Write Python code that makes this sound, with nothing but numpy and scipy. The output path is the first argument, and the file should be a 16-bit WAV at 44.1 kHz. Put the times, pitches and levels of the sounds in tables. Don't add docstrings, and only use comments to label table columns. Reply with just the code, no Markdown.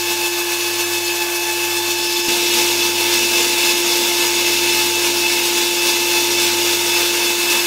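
import sys
import numpy as np
from scipy import signal
from scipy.fft import rfft, irfft
from scipy.io import wavfile
from scipy.ndimage import uniform_filter1d

SR = 44100
rng = np.random.default_rng(int(sys.argv[2]) if len(sys.argv) > 2 else 0)


def log_audio(samples):
    frames = np.atleast_2d(samples).T
    limited = np.clip(frames, -1, 1)
    pcm = np.round(limited * 32767).astype(np.int16)
    wavfile.write(sys.argv[1], SR, pcm)


def invert_db(level):
    return 10 ** (np.asarray(level, dtype=float) / 20)


N = 337806

CUT_S, SKIP_S = 2.2841, 0.0165
HUM_HZ, FAN_HZ = 100.16, 348.63
FAN_PER_PRESSURE, FAN_PER_LAP = 0.61, 0.37
LAP_HZ = 3.635
SING_S, SPEED_JITTER_HZ = 0.024, 3.5
BODY_PER_PRESSURE, SIZZLE_PER_PRESSURE = -0.27, -0.26
RUMBLE_HZ, RUMBLE_GRIP_DB = 380, -3.5
POP_DB, POP_S = -26, 0.0008

# fan level/dB, hum level/dB
MOTOR_DB = [
    (-27, -48),
    (-25, -46.5),
]
# f/Hz, swing/dB, lead/turns
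SLIP_BEAT = [
    (1.1, 2.5, 0.56),
    (.56, 2.5, .59),
]
# f/Hz, level/dB
FIRST_ORDERS = [(471, -51.5), (702, -47.5)]
SECOND_ORDERS = [(50, -83), (149.5, -62.5), (400.6, -66), (451, -51.5), (500.6, -49), (701, -44.5),
                 (744, -58)]
# multiple of lap rate, swing/dB, lead/turns
LAP_THROB = [
    [(2, 0.77, 0.79), (4, 0.52, .36)],
    [(.5, 0.29, 0.47), (1, 0.77, 0.95), (2, 0.54, 0.81)],
]
# t/s, pressure level/dB, grip/0-1
CONTACT = [
    [(0, 0.4, 0.5), (.45, -0.3, 0.93), (1.0, 0.7, 0.7), (1.3, -1, 0.87), (1.7, 1, .8), (2.05, 0.5, 0.1),
     (2.28, 1, 0)],
    [(2.29, 0.3, 0), (2.6, 1, 0), (2.95, -.8, 0), (3.2, 0.8, 0), (4.3, -0.3, 0.1), (4.75, 0.3, 0),
     (5.05, -0.65, .05), (6.0, -0.2, 0), (6.5, 0.3, .1), (7.0, -1.2, 0.38), (7.66, -2.3, 0.8)],
]
# t/s, f/Hz
TOOTH_RATE = [
    (0, 870.5),
    (.5, 868.5),
    (1.7, 867.5),
    (2.0, 872),
    (2.4, 872.3),
    (6.9, 872),
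    (7.66, 871),
]
# f/Hz, swing/Hz of tooth rate
RUNOUT = [
    [(10.6, 2.0), (21.3, 1.3), (14.5, .9)],
    [(5.34, 2.0), (8.27, 1.4), (10.7, 1.1)],
]
# multiple, level/dB, pressure share, full-grip change/dB, lap share
TOOTH_OVERTONES = [
    [(1, -32.5, 0.98, -1.5, 1.1), (2, -39.5, 0.61, 2.5, 1.1), (3, -29.5, 0.48, 1.3, 1.1),
     (4, -33.5, .8, -3.5, 1.1), (5, -37.5, .8, -2, 1.1), (6, -32.5, .8, -8, 1.1)],
    [(1, -32, 0.52, -2.5, 0.86), (2, -40.5, .8, 5.5, 2.3), (3, -28, 0.49, 5.5, 0.43),
     (4, -32.5, 0.73, 3.5, 0.81), (6, -35, .8, 2, 1.2)],
]
# t/s, overtones 1-2 level/dB, higher overtones level/dB
SINGS = [(.23, 2, 3), (.93, .5, -2), (1.22, 4, 4), (1.48, 3, .5), (1.8, 1, 1.5), (2.6, 3.5, 1.5),
         (2.82, -1, 5.5), (3.17, 0, 3.5), (3.37, -2, 6), (3.7, 2, 4), (3.92, 1.5, 4), (4.26, 3, -2),
         (4.47, -1, 6), (4.71, 1, 7.5), (4.8, 4, 4), (5.26, 4, 7), (5.81, -1, 6), (5.91, 2.5, 1),
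         (6.18, 3.5, 6), (6.38, -4, 5), (6.73, -1, -2), (6.94, -1, 7), (7.27, -6, 3.5), (7.5, .5, 4.5)]
# f/Hz, level/dB
HISS_COLOUR = [
    [(25, -30), (185, -19.5), (203, -9.5), (420, -6), (720, -5.5), (1300, -6.5), (1900, -6.5), (2350, -3), (5700, -0.46), (6200, -4), (7050, -2), (7400, -5.5), (11300, -8), (15700, -11.5)],
    [(25, -24), (185, -16.5), (203, -3.5), (420, -0.5), (720, -6), (1300, -3.5), (1900, -4), (2350, 0.5), (5700, 3.5), (6200, -0.5), (7050, 0.5), (7400, -2), (11300, -6.5), (15700, -9.5)],
]
# f/Hz, width/Hz, first shot
# level/dB, second shot level/dB
PEAKS_AND_DIPS = [(480, 30, 4.2, 4.4), (940, 50, 3.2, 9.1), (1060, 90, 6.5, 2.8), (1510, 40, 7.6, 2.5),
                  (1650, 100, 8.8, 3.6), (2100, 60, 4.5, 8.4), (2230, 50, 6.4, 6.3), (2700, 300, 6.3, 6.2),
                  (2870, 40, 3.9, 5.0), (3425, 30, 5.0, 7.8), (3570, 50, 7.6, 5.4), (3820, 270, 1.2, 2.6),
                  (4260, 30, 5.8, 3.7), (4810, 90, 2.0, 3.7), (5880, 80, 4.0, 2.5), (5970, 40, 4.3, 5.6),
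                  (6550, 290, 3.7, 4.1), (7070, 60, 5.1, 1.9), (7840, 90, 6.8, 3.2), (8180, 40, 6.2, 2.9),
                  (9690, 110, 5.1, 7.8), (9870, 50, 5.5, 4.7), (10800, 110, 7.5, 7.6), (12050, 300, 6.0, 6.5),
                  (12190, 50, 5.8, 0.8), (13040, 180, 6.2, 2.5), (13920, 140, 9.5, 8.9), (14350, 100, 6.5, 7.5),
                  (14510, 110, 6.2, 6.4), (15610, 100, 3.2, 3.3),
                  (1400, 60, -5, -4),
    (1900, 130, -3.5, -5),
    (7330, 100, -4, -3),
    (11300, 200, -1.5, -3),
]
# rub level/dB, then full-grip change/dB of rub, body, sizzle
RUB_DB = [
    (-26, -1.8, 6, 3.5),
    (-21.5, 0.9, 4, 2.5),
]
USUAL_GRIP = .7, .15
# t/s, low f/Hz, high f/Hz
SPLIT_BANDS = [(0.618, 14470, 15930), (0.732, 12320, 13870), (0.85, 4570, 6980), (0.859, 13090, 15850),
               (1.059, 5080, 6370), (1.128, 4570, 5770), (2.13, 14380, 15850), (2.154, 9650, 11110),
               (2.171, 6800, 8350), (2.523, 4570, 5770), (2.523, 11020, 12490), (3.127, 8180, 9730),
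               (3.403, 14470, 15850), (3.752, 4130, 5250), (3.844, 9560, 13870), (4.262, 4130, 5250),
               (4.288, 8180, 9730), (4.381, 10250, 11800), (4.774, 9560, 11110), (4.889, 4130, 5250),
               (5.309, 11020, 12490), (6.389, 11630, 15850), (6.447, 8870, 10420), (6.448, 5600, 6980),
               (6.537, 12320, 13780), (6.632, 4130, 5250), (7.119, 8870, 10340), (7.119, 13700, 15930),
               (7.238, 6890, 8350), (7.605, 4570, 5770)]


def evened(x):
    return x / np.sqrt(np.mean(abs(x) ** 2) + 1e-20)


def columns(rows):
    s, *values = np.transpose(rows)
    return [np.interp(np.arange(N) / SR, s, v) for v in values]


def wander(hz):
    f = np.fft.fftfreq(N, 1 / SR)
    z = rng.standard_normal(N) + 1j * rng.standard_normal(N)
    return evened(np.fft.ifft(z / (1 + (f / hz) ** 2)))


def lap(shot):
    t = np.arange(N) / SR - CUT_S
    return sum(db * np.cos(2 * np.pi * (k * LAP_HZ * t + lead)) for k, db, lead in LAP_THROB[shot])


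def motor(shot):
    t = np.arange(N) / SR - CUT_S + (shot - 0.5) * SKIP_S
    press_db, _ = columns(CONTACT[shot])
    fan_db, hum_db = MOTOR_DB[shot]
    fan_db = fan_db + FAN_PER_PRESSURE * press_db + FAN_PER_LAP * lap(shot)
    beat_hz, swing_db, lead = SLIP_BEAT[shot]
    hum_db = hum_db + swing_db * np.cos(2 * np.pi * (beat_hz * t + lead))

    unsteady = 1 + 0.07 * wander(14) + 0.06 * wander(5)
    out = -invert_db(fan_db) * (np.exp(2j * np.pi * FAN_HZ * t) * unsteady).real
    out += invert_db(hum_db) * np.cos(2 * np.pi * HUM_HZ * t)
    for hz, db in (FIRST_ORDERS, SECOND_ORDERS)[shot]:
        waver = evened(1 + 1.2 * wander(6))
        out += invert_db(db) * (np.exp(2j * np.pi * hz * t) * waver).real
    return np.sqrt(2) * out


def teeth(shot):
    t = np.arange(N) / SR
    press_db, grip = columns(CONTACT[shot])
    low_db, high_db = sum(np.outer(dbs, np.exp(-((t - s) / SING_S) ** 2)) for s, *dbs in SINGS)

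    rate_hz = columns(TOOTH_RATE)[0] + SPEED_JITTER_HZ * wander(20).real
    for f, swing_hz in RUNOUT[shot]:
        rate_hz = rate_hz + swing_hz * np.sin(2 * np.pi * (f * t + rng.random()))
    turns = np.cumsum(rate_hz) / SR

    out = np.zeros(N)
    for k, db, push, grip_db, throb in TOOTH_OVERTONES[shot]:
        sing_db = low_db if k < 3 else high_db
        level_db = db + push * press_db + grip_db * grip + throb * lap(shot) + sing_db
        smear = evened(1 + (0.3 + 0.07 * k) * wander(22))
        out += np.sqrt(2) * invert_db(level_db) * (np.exp(2j * np.pi * k * turns) * smear).real
    return out


def hiss_colour_db(shot, hz):
    f, db = np.transpose(HISS_COLOUR[shot])
    colour_db = np.interp(np.log(hz + 1), np.log(f), db)
    for centre_hz, width_hz, *lifts_db in PEAKS_AND_DIPS:
        colour_db += lifts_db[shot] / (1 + (2 * (hz - centre_hz) / width_hz) ** 2)
    return colour_db + 1.8 * evened(uniform_filter1d(rng.standard_normal(len(hz)), 200))


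def blade(shot):
    hz = np.fft.rfftfreq(N, 1 / SR)
    flicker_db = 0.8 * wander(220).real + 0.75 * wander(18).real
    drive = rng.standard_normal(N) * invert_db(flicker_db)
    spectrum = rfft(drive) * invert_db(hiss_colour_db(shot, hz))
    spectrum /= np.sqrt(np.mean(irfft(spectrum * (hz > 3700) * (hz < 7000), N) ** 2))

    press_db, grip = columns(CONTACT[shot])
    grip = grip - USUAL_GRIP[shot]
    rub_db, rub_grip_db, body_grip_db, sizzle_grip_db = RUB_DB[shot]
    rumble = 1 / (1 + (hz / RUMBLE_HZ) ** 6)
    low = 1 / (1 + (hz / 2600) ** 6)
    sizzle = 1 / (1 + (7200 / (hz + 1)) ** 8)
    parts = [(rumble, RUMBLE_GRIP_DB * (1 - shot) * grip),
             (low - rumble, body_grip_db * grip + BODY_PER_PRESSURE * press_db),
             (1 - low - sizzle, 0),
             (sizzle, sizzle_grip_db * grip + SIZZLE_PER_PRESSURE * press_db)]
    out = sum(invert_db(part_db) * irfft(spectrum * share, N) for share, part_db in parts)
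    out *= invert_db(rub_db + press_db + rub_grip_db * grip + lap(shot))

    z = signal.stft(out, nperseg=512, noverlap=384)[2]
    patches = uniform_filter1d(rng.standard_normal(z.shape), 8, 0)
    patches = evened(uniform_filter1d(patches, 20, 1))
    return signal.istft(z * invert_db(0.74 * patches), nperseg=512, noverlap=384)[1][:N]


def split_image(x):
    hz, t, z = signal.stft(x, SR, nperseg=512, noverlap=384)
    share = np.zeros(z.shape[1:])
    for s, low_hz, high_hz in SPLIT_BANDS:
        in_band = (hz > low_hz) & (hz < high_hz)
        share += np.outer(in_band, np.clip((0.017 - abs(t - s)) / 0.006, 0, 1))
    share = np.minimum(share, 1)
    noise = signal.stft(rng.standard_normal(x.shape), SR, nperseg=512, noverlap=384)[2]
    power = uniform_filter1d(abs(z) ** 2, size=9, axis=1)
    level = np.sqrt(uniform_filter1d(power, size=13, axis=2))
    kept = np.sqrt(1 - share ** 2) * z * (hz < 15740)[:, None]
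    z = kept + share * level * evened(noise)
    return signal.istft(z, SR, nperseg=512, noverlap=384)[1][:, :N]


def joint_pop():
    t = np.arange(N) / SR - CUT_S
    return -invert_db(POP_DB) * np.exp(-(t / POP_S) ** 2)


def scene():
    first, second = (motor(shot) + teeth(shot) + blade(shot) for shot in (0, 1))
    mono = np.where(np.arange(N) / SR < CUT_S, first, second) + joint_pop()
    return np.tile(mono, (2, 1))


def top_cut(x):
    return signal.sosfilt(signal.butter(12, 15810, fs=SR, output="sos"), x)


def record(dry):
    mix = split_image(dry)
    return top_cut(mix)


dry = scene()
out = record(dry)
log_audio(out)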